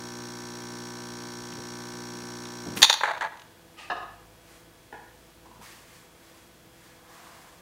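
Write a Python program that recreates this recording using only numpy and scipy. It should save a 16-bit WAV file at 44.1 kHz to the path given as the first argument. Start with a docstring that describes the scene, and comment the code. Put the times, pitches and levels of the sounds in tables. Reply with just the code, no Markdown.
"""A quiet kitchen. Close by, an espresso machine's vibrating pump buzzes, one piston stroke per mains
cycle, and is switched off with a loud metallic clack of switch and valve. The released pressure sputters
into the drip tray; steel parts tick and a few drips follow. A fridge hums over a low drone, clothes
rustle, and a scrape, wooden knocks and hollow taps sound from further off."""
import sys
import numpy as np
from scipy import signal
from scipy.fft import rfft, irfft, next_fast_len
from scipy.io import wavfile
from scipy.ndimage import map_coordinates

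SR = 44100
rng = np.random.default_rng(int(sys.argv[2]) if len(sys.argv) > 2 else 0)


def transcribe(u):
    """Save the signal u as a 16-bit wav file named by the first command-line argument.

    u: samples, shape (n,) or (channels, n), limited to [-1, 1]; the rate is SR.
    q: integer samples, one column per channel.
    """
    v = np.clip(np.atleast_2d(u).T, -1, 1)
    q = np.round(v * 32767).astype(np.int16)
    wavfile.write(sys.argv[1], SR, q)


N = 335601
MAINS_HZ = 60.0


def amp(db):
    """Decibels to gain."""
    return 10 ** (np.asarray(db) / 20)


def unit(x):
    """Scale to rms 1."""
    return x / np.sqrt(np.mean(np.abs(x) ** 2) + 1e-20)


def clock():
    """Sample times in seconds."""
    return np.arange(N) / SR


def along(points, hz):
    """Interpolate (Hz, value) points on a log frequency axis."""
    point_hz, values = np.transpose(points)
    return np.interp(np.log(hz + 1), np.log(point_hz + 1), values)


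def colour(points):
    """Gain against frequency from (Hz, dB) points."""
    return lambda hz: amp(along(points, hz))


def resonances(peaks):
    """Response of (Hz, width in Hz, dB) resonances, summed with alternating sign."""
    return lambda hz: sum((-1) ** k * amp(db) * 1j * hz * width / (centre**2 - hz**2 + 1j * hz * width)
                          for k, (centre, width, db) in enumerate(peaks))


def filtered(x, response):
    """Multiply the spectrum of x by response(Hz)."""
    size = next_fast_len(N + SR // 2)
    return irfft(rfft(x, size) * response(np.fft.rfftfreq(size, 1 / SR)), size)[:N]


def noise(response):
    """Coloured noise of rms 1."""
    return unit(filtered(rng.standard_normal(N), response))


def through(x, response, size=8192):
    """Ring x through a minimum-phase filter of unit energy, shaped like response."""
    gain = np.abs(response(np.fft.rfftfreq(size, 1 / SR)))
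    cepstrum = irfft(np.log(np.maximum(gain, 1e-6)))
    cepstrum[1:size // 2] *= 2
    cepstrum[size // 2 + 1:] = 0
    kernel = irfft(np.exp(rfft(cepstrum)))
    return signal.fftconvolve(x, kernel / np.linalg.norm(kernel))[:N]


def bursts(rows, hold_s, t60_s):
    """One noise burst per (start in seconds, dB): holds, then decays."""
    track, t = np.zeros(N + SR), np.arange(SR // 2) / SR
    fade = amp(-60 * np.maximum(t - hold_s, 0) / t60_s)
    for start_s, db in rows:
        track[round(start_s * SR):][:len(t)] += amp(db) * fade * rng.choice([-1, 1], len(t))
    return track[:N]


def wobble(rate_hz):
    """Smooth random curve, rate_hz knots per second."""
    knots = rng.standard_normal(int(N * rate_hz / SR) + 4)
    return map_coordinates(knots, [clock() * rate_hz])


def swell(peak_s, db, rise_s, fall_s):
    """Rounded envelope, 10 dB down at rise_s before and fall_s after the peak."""
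    t = clock() - peak_s
    return amp(db - 10 * (t / np.where(t < 0, rise_s, fall_s)) ** 2)


def room(x):
    """Kitchen echo: each frequency decays at its own rate."""
    # Each row: frequency in Hz, T60 in seconds.
    decay_times = [(200, .45), (1000, 0.67), (4000, 0.55), (8000, .38), (14000, 0.58)]
    hz, t, spectra = signal.stft(rng.standard_normal(SR), SR, nperseg=256)
    fade = amp(-60 * t / along(decay_times, hz)[:, None])
    tail = signal.istft(spectra * fade, SR, nperseg=256)[1]
    tail *= 1 - np.exp(-np.arange(len(tail)) / SR / .008)  # 8 ms build-up
    return signal.fftconvolve(x, tail / np.linalg.norm(tail))[:N]


def stroke_force(t, delay_s, rise_s):
    """Piston force: swells and falls in each mains cycle."""
    age = ((t - delay_s) % (1 / MAINS_HZ)) / rise_s
    return (age * np.exp(1 - age)) ** 2


def strokes(gain, delay_s, rise_s, passes=8):
    """Same rattle on every stroke: mains harmonics shaped by gain(Hz), bunched under the force."""
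    size = round(SR / MAINS_HZ)
    force = stroke_force(np.arange(size) / SR, delay_s, rise_s)
    harmonics = gain(np.arange(size // 2 + 1) * MAINS_HZ)
    cycle = rng.standard_normal(size)
    for _ in range(passes):
        swing = force * np.cos(np.angle(signal.hilbert(cycle)))  # force sets the envelope
        cycle = irfft(harmonics * np.exp(1j * np.angle(rfft(swing))), size)  # metal sets the spectrum
    return unit(np.resize(cycle, N))


def pump(stop_s=2.825, stop_t60_s=.15):
    """The piston shakes the casing, rattles the panels and pushes water, once per mains cycle."""
    # Each row: multiple of the stroke rate, relative level in dB.
    casing_harmonics = [(1, -21), (2, -3.5), (3, -5.5), (4, 0.5), (5, -3), (6, 0), (7, -15.5), (8, -11),
                        (9, -18), (10, -13.5), (11, -17.5), (12, -28.5), (13, -10.5), (14, -10.5),
                        (15, -26.5), (16, -6), (17, -12.5), (18, -11), (19, -10.5), (20, -12.5),
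                        (21, -31.5), (22, -13.5), (23, -14), (24, -22), (25, -9.5), (26, -8), (27, -18),
                        (28, -25), (29, -11), (30, -16.5)]
    # Each row: frequency in Hz, gain in dB.
    piston_spectrum = [(1090, -43), (1850, -9.5), (2180, -0.5), (2820, -16.5), (4440, -3), (4890, -13),
                       (5670, 2.5), (6090, -15.5), (6590, -4.5), (7440, -11.5), (8060, -14), (11400, -28),
                       (15000, -27.5)]
    flow_spectrum = [(24, -60), (40, -24), (108, -11), (359, -5.5), (417, -11.5), (722, -23), (949, -11.5),
                     (2450, -14), (5720, -15.5), (6160, -18), (15500, -30)]
    # Each row: frequency in Hz, width in Hz, gain in dB.
    panel_modes = [(3310, 35, -10), (3840, 140, -16.5), (4030, 74, -10), (4502, 62, -6.5), (5182, 31, -5.5),
                   (5607, 110, -1.5), (6540, 82, -7), (7980, 52, -13), (9110, 120, -16)]
    t, panels = clock(), resonances(panel_modes)
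    split_hz, rattle_above_hz = 450, 1830
    multiples, levels_db = np.transpose(casing_harmonics)
    casing = lambda hz: amp(np.interp(hz / MAINS_HZ, multiples, levels_db, left=-120, right=-120))
    steel = lambda hz: np.hypot(amp(-11.5) * colour(piston_spectrum)(hz), np.abs(panels(hz)))
    # The heavy casing's hum lags the piston's hit.
    hum = amp(-42.5) * strokes(lambda hz: casing(hz) * (hz < split_hz), delay_s=.0046, rise_s=.006)
    knock = amp(-46.5) * strokes(lambda hz: casing(hz) * (hz > split_hz), delay_s=.0003, rise_s=.0075)
    buzz = amp(-47.7) * strokes(lambda hz: steel(hz) * (hz > rattle_above_hz),
                                delay_s=.0002, rise_s=.0039)
    # Chatter and spray vary from stroke to stroke.
    force = unit(.28 + stroke_force(t, delay_s=.0002, rise_s=.0048))
    chatter = amp(-59) * noise(panels)
    spray = amp(-57.5) * noise(colour([(1500, -10), (3000, -6), (9000, -1),
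                                       (11000, -8), (15500, -13.5)]))
    flow = amp(-53) * noise(colour(flow_spectrum))
    rattle = buzz * force ** .25 + force * (chatter + spray)
    rattle *= amp(.15 * wobble(rate_hz=52))
    hum *= amp(.25 * wobble(rate_hz=9))
    knock *= amp(.3 * wobble(rate_hz=14))
    running = amp(-60 * np.maximum(t - stop_s, 0) / stop_t60_s)
    return running * (hum + knock + rattle + flow)


def fridge():
    """Steady tones, wavering slightly in level and phase."""
    # Each row: frequency in Hz, relative level in dB.
    tones = [(166.9, -67), (333.8, -67), (500.6, -66.5), (667.5, -70), (807.5, -76), (952.8, -76),
             (1502, -74), (1690, -74), (3327, -73), (9986, -84)]
    t, hum = clock(), np.zeros(N)
    for hz, db in tones:
        level = amp(db + .9 * wobble(rate_hz=2.2))
        hum += level * np.sin(2 * np.pi * hz * t + .37 * wobble(rate_hz=2.4))
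    return amp(1.8) * hum


def air():
    """Still air: faint, steady noise."""
    # Each row: frequency in Hz, gain in dB.
    spectrum = [(15, -38.5), (25, -11), (113, -8.5), (305, -11), (331, -4.5), (389, -14), (495, -9),
                (537, -14.5), (648, -13), (783, -15), (15500, -29.5)]
    return amp(-55.5) * noise(colour(spectrum))


def ticks():
    """Small metal parts tick under pressure and as they settle."""
    # Each row: start in seconds, relative level in dB.
    hits = [(0.6195, -43), (1.525, -38), (2.454, -38), (2.771, -25), (2.779, -29), (3.1138, -35),
            (3.178, -37), (3.2093, -29), (3.2237, -35), (3.3714, -44), (3.396, -42), (3.4178, -41)]
    # Each row: frequency in Hz, gain in dB.
    spectrum = [(300, -20), (1000, -3), (1800, -2), (2500, -2), (3500, 0), (4400, -6), (5200, -15),
                (6600, -5), (7500, -20), (15500, -31)]
    direct = amp(-5) * through(bursts(hits, hold_s=.003, t60_s=.016), colour(spectrum))
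    return direct + amp(-10) * room(direct)


def bumps():
    """A hand thumps the casing softly."""
    # Each row: start in seconds, relative level in dB.
    hits = [(1.53, -35), (1.579, -35), (2.129, -40), (2.229, -41), (2.662, -23), (2.719, -31),
            (2.766, -26.5), (2.8, -31), (5.591, -44)]
    thud = colour([(40, -26), (90, -3), (200, 2.5), (320, -2.5), (600, -14.5), (1500, -26.5),
                   (4000, -72)])
    return amp(-7.5) * through(bursts(hits, hold_s=.004, t60_s=.17), thud)


def contacts(gap_s=.004, rebound_db=-9.5, fade_db_per_s=170):
    """Switch and valve snaps with fast, fading rebounds, as (seconds, dB, shell offset in dB)."""
    # Each row: start in seconds, relative level in dB, shell offset in dB, rebound span in seconds.
    snaps = [(2.819, 0, -12, 0), (2.8275, 9.5, -11, .022), (2.8975, -1, -3, .013), (2.9276, -6.5, -11, 0),
             (2.9384, -9, -6, .006)]
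    rows = []
    for start_s, db, shell_db, span_s in snaps:
        rows.append((start_s, db, shell_db))
        rows += [(start_s + lag_s, db + rebound_db - fade_db_per_s * lag_s, shell_db)
                 for lag_s in np.arange(gap_s, span_s, gap_s)]
    return rows


def clack():
    """The switch slides, then it and the valve snap over and bounce; steel parts ring on."""
    # Each row: frequency in Hz, gain in dB.
    metal_spectrum = [(1180, -42), (2000, -13.5), (2200, -18.5), (2560, -10), (3020, -18.5), (3520, 0),
                      (4710, -11), (5130, -26.5), (5450, -18.5), (6580, -8.5), (7950, -32), (9270, -23.5),
                      (12700, -36.5), (14200, -25.5), (15500, -38.5)]
    shell_spectrum = [(100, -45), (160, -31.5), (330, -33.5), (460, -18.5), (700, -17.5), (865, 0.5),
                      (1000, -6.5), (1450, -11.5), (1680, -6.5), (2100, -13.5), (3200, -43.5)]
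    # Each row: frequency in Hz, width in Hz, gain in dB.
    valve_modes = [(2480, 82, -10), (3430, 140, -5.5), (3600, 69, -4), (3930, 120, -12.5),
                   (4470, 190, -6.5), (5640, 51, -5), (5870, 35, -12.5), (6140, 36, -10.5),
                   (6280, 43, -1.5), (6820, 37, -9), (7200, 39, -14.5), (8740, 51, -23), (9180, 35, -18),
                   (9800, 52, -18)]
    hits = contacts()
    hold_s, t60_s = .003, .014
    blows = bursts([(start_s, db) for start_s, db, _ in hits], hold_s, t60_s)
    pushes = bursts([(start_s, db + shell_db) for start_s, db, shell_db in hits], hold_s, t60_s)
    direct = amp(-13.5) * through(blows, colour(metal_spectrum))
    direct += amp(-10) * through(pushes, colour(shell_spectrum))
    ring = amp(-20) * through(blows, resonances(valve_modes))
    friction = noise(colour([(200, -6), (600, .5), (1600, -1), (3000, -10), (8000, -7), (11000, -6),
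                             (15500, -12)]))
    friction *= amp(2.5 * wobble(rate_hz=350))  # grit
    slide = swell(peak_s=2.775, db=-36.5, rise_s=.013, fall_s=.055) * friction
    return slide + direct + ring + amp(-12.5) * room(direct) + amp(-7.5) * room(ring)


def spurts(gap_s=.0098, jitter_s=.0013, scatter_db=1.5, fade_db_per_s=45, count=32):
    """Gushes break into uneven spurts that weaken as the pressure runs out, as (seconds, dB)."""
    # Each row: start in seconds, length in seconds, relative starting level in dB.
    gushes = [(3.037, .08, -12.5), (3.135, .016, -23), (3.164, .016, -25), (3.209, .045, -16),
              (3.258, .016, -24), (3.32, .033, -33)]
    index, rows = np.arange(count), []
    for start_s, length_s, db in gushes:
        timing, strength = rng.standard_normal((2, count))
        lags_s = index * gap_s + jitter_s * timing * (index > 0)
        rows += [(start_s + lag_s, db - fade_db_per_s * lag_s + offset_db)
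                 for lag_s, offset_db in zip(lags_s, scatter_db * strength) if lag_s < length_s]
    return rows


def sputter():
    """Vented water hits the hollow drip tray: two slaps, then spurts."""
    # Each row: start in seconds, relative level in dB.
    slaps = [(3.008, -14), (3.034, -6)]
    # Each row: frequency in Hz, gain in dB.
    tray_spectrum = [(120, -65.5), (200, -36), (318, -29), (675, -5.5), (761, -12.5), (858, -0.5),
                     (1170, -10.5), (1670, -5.5), (3050, -28.5), (3440, -22.5), (4440, -27.5), (5100, -42),
                     (6590, -34), (7950, -41.5), (12000, -50), (15600, -81), (22000, -120)]
    impacts = bursts(slaps, hold_s=.004, t60_s=.025) + bursts(spurts(), hold_s=.004, t60_s=.034)
    water = amp(-10) * through(impacts, colour(tray_spectrum))
    return water + amp(-12.5) * room(water)


def drone():
    """A low tone and its octave swell and sink while the pitch drifts up."""
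    # Each row: time in seconds, pitch in Hz.
    glide = [(3.8, 49.4), (4.25, 53.0), (5.13, 57.0), (5.48, 54.2), (6.51, 61.8), (7.14, 62.9), (7.4, 64.3)]
    # Each row: peak time in seconds, level in dB, rise and fall in seconds.
    swells = [(4.08, -59.5, .3, .95), (5.55, -60.5, .9, .55), (6.58, -64, .28, .6)]
    pitch_hz = np.interp(clock(), *np.transpose(glide))
    phase = 2 * np.pi * np.cumsum(pitch_hz) / SR + .6 * wobble(rate_hz=3.9)
    level = np.linalg.norm([swell(*row) for row in swells], axis=0) * amp(1.5 * wobble(rate_hz=5))
    return level * (np.sin(phase) + amp(-2) * np.sin(2 * phase))


def scrape():
    """Something hard slides briefly before the first knock."""
    # Each row: frequency in Hz, gain in dB.
    spectrum = [(350, -39), (600, -17.5), (895, -5.5), (1080, -18), (1230, -3), (1420, -22), (2020, -7),
                (2190, -17), (2550, -4), (3390, -17), (4650, -18), (5490, -23), (10000, -29), (13000, -58),
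                (22000, -120)]
    slide = swell(peak_s=3.793, db=-44.5, rise_s=.018, fall_s=.095) * noise(colour(spectrum))
    return slide + amp(-7) * room(slide)


def knocks():
    """Knocks on wood ring a cupboard across the kitchen."""
    # Each row: start in seconds, relative level in dB.
    hits = [(3.9, -16.5), (3.913, -18.5), (3.967, -26.5), (4.024, -30)]
    # Each row: frequency in Hz, gain in dB.
    wood_spectrum = [(71, -50), (120, -7), (166, -14.5), (247, -20), (291, -7), (557, -3), (705, -11.5),
                     (1150, 0.5), (1260, -6.5), (1740, -12), (2120, -30.5), (2880, -11.5), (3270, -30),
                     (3780, -22), (9000, -47), (11700, -69), (19800, -120)]
    # Each row: frequency in Hz, width in Hz, gain in dB.
    cupboard_modes = [(486, 22, -4), (700, 49.7, 2), (1065, 29, -0.5), (1235, 30.3, 0.5),
                      (1717, 45.4, -0.5), (2590, 63, -16.5), (2960, 49, -14.5), (3300, 18, -29.5),
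                      (3680, 150, -22.5), (4160, 150, -27), (5060, 120, -25), (5460, 35, -27),
                      (5700, 110, -35)]
    blows = bursts(hits, hold_s=.009, t60_s=.058)
    wood = amp(-16.5) * through(blows, colour(wood_spectrum))
    wood += amp(-12) * through(blows, resonances(cupboard_modes))
    return wood + amp(-3.5) * room(wood)


def rustle():
    """Clothes swish as someone moves, with a duller rub where the fabric drags."""
    # Each row: peak time in seconds, relative level in dB, rise and fall in seconds.
    swishes = [(4.53, -60, .09, .11), (5.27, -69, .15, .08), (5.635, -52, .022, .21),
               (5.94, -58.5, .1, .14), (6.32, -62, .2, .2), (6.86, -62, .15, .15), (7.18, -57.5, .12, .48)]
    # Each row: frequency in Hz, gain in dB.
    cloth_spectrum = [(470, -39), (800, -10), (1150, 0), (1270, -5.5), (1880, -2.5), (2500, -6.5),
                      (3410, -9), (7740, -11), (15500, -19.5)]
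    # Each row: frequency in Hz, width in Hz, gain in dB.
    rub_modes = [(690, 110, -2), (1030, 150, 1), (1270, 140, -4), (1600, 260, -8)]
    motion = np.linalg.norm([swell(*row) for row in swishes], axis=0)
    swish = motion * noise(colour(cloth_spectrum)) * amp(.7 * wobble(rate_hz=60))
    rub = swell(peak_s=7.17, db=-54, rise_s=.16, fall_s=.4) * noise(resonances(rub_modes))
    return amp(3.5) * swish + rub


def taps():
    """Distant taps on something hollow, half echo."""
    # Each row: start in seconds, relative level in dB.
    hits = [(4.926, -32), (4.94, -31)]
    # Each row: frequency in Hz, width in Hz, gain in dB.
    hollow_modes = [(269.7, 90, -9), (435, 92, -3.5), (797, 55, 4), (996, 55, -2), (1437, 70, -4.5),
                    (1760, 160, -3), (2560, 130, -15), (2980, 140, -16)]
    direct = amp(-7.5) * through(bursts(hits, hold_s=.0029, t60_s=.052), resonances(hollow_modes))
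    return direct + room(direct)


def drips():
    """A few drops land with soft, hollow plops."""
    # Each row: start in seconds, relative level in dB.
    drops = [(5.456, -44), (5.512, -46.5), (5.558, -50), (5.612, -46)]
    # Each row: frequency in Hz, width in Hz, gain in dB.
    plop_modes = [(220, 90, -6), (780, 160, -3), (1000, 190, 0)]
    plops = amp(-4) * through(bursts(drops, hold_s=.005, t60_s=.085), resonances(plop_modes))
    return plops + amp(-4) * room(plops)


def scene():
    """Machine and kitchen, mono."""
    machine = pump() + bumps() + clack() + ticks() + sputter() + drips()
    return (machine + knocks() + taps() + scrape() + rustle() + fridge() + drone() + air())[None]


def record(dry, low_cut_hz=27, top_hz=15800):
    """The microphone sheds deep bass, clips at full scale and passes nothing above top_hz."""
    picked_up = filtered(dry[0], lambda hz: hz ** 4 / (hz ** 4 + low_cut_hz ** 4))
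    return filtered(np.clip(picked_up, -1, 1), lambda hz: hz < top_hz)[None]


dry = scene()
out = record(dry)
transcribe(out)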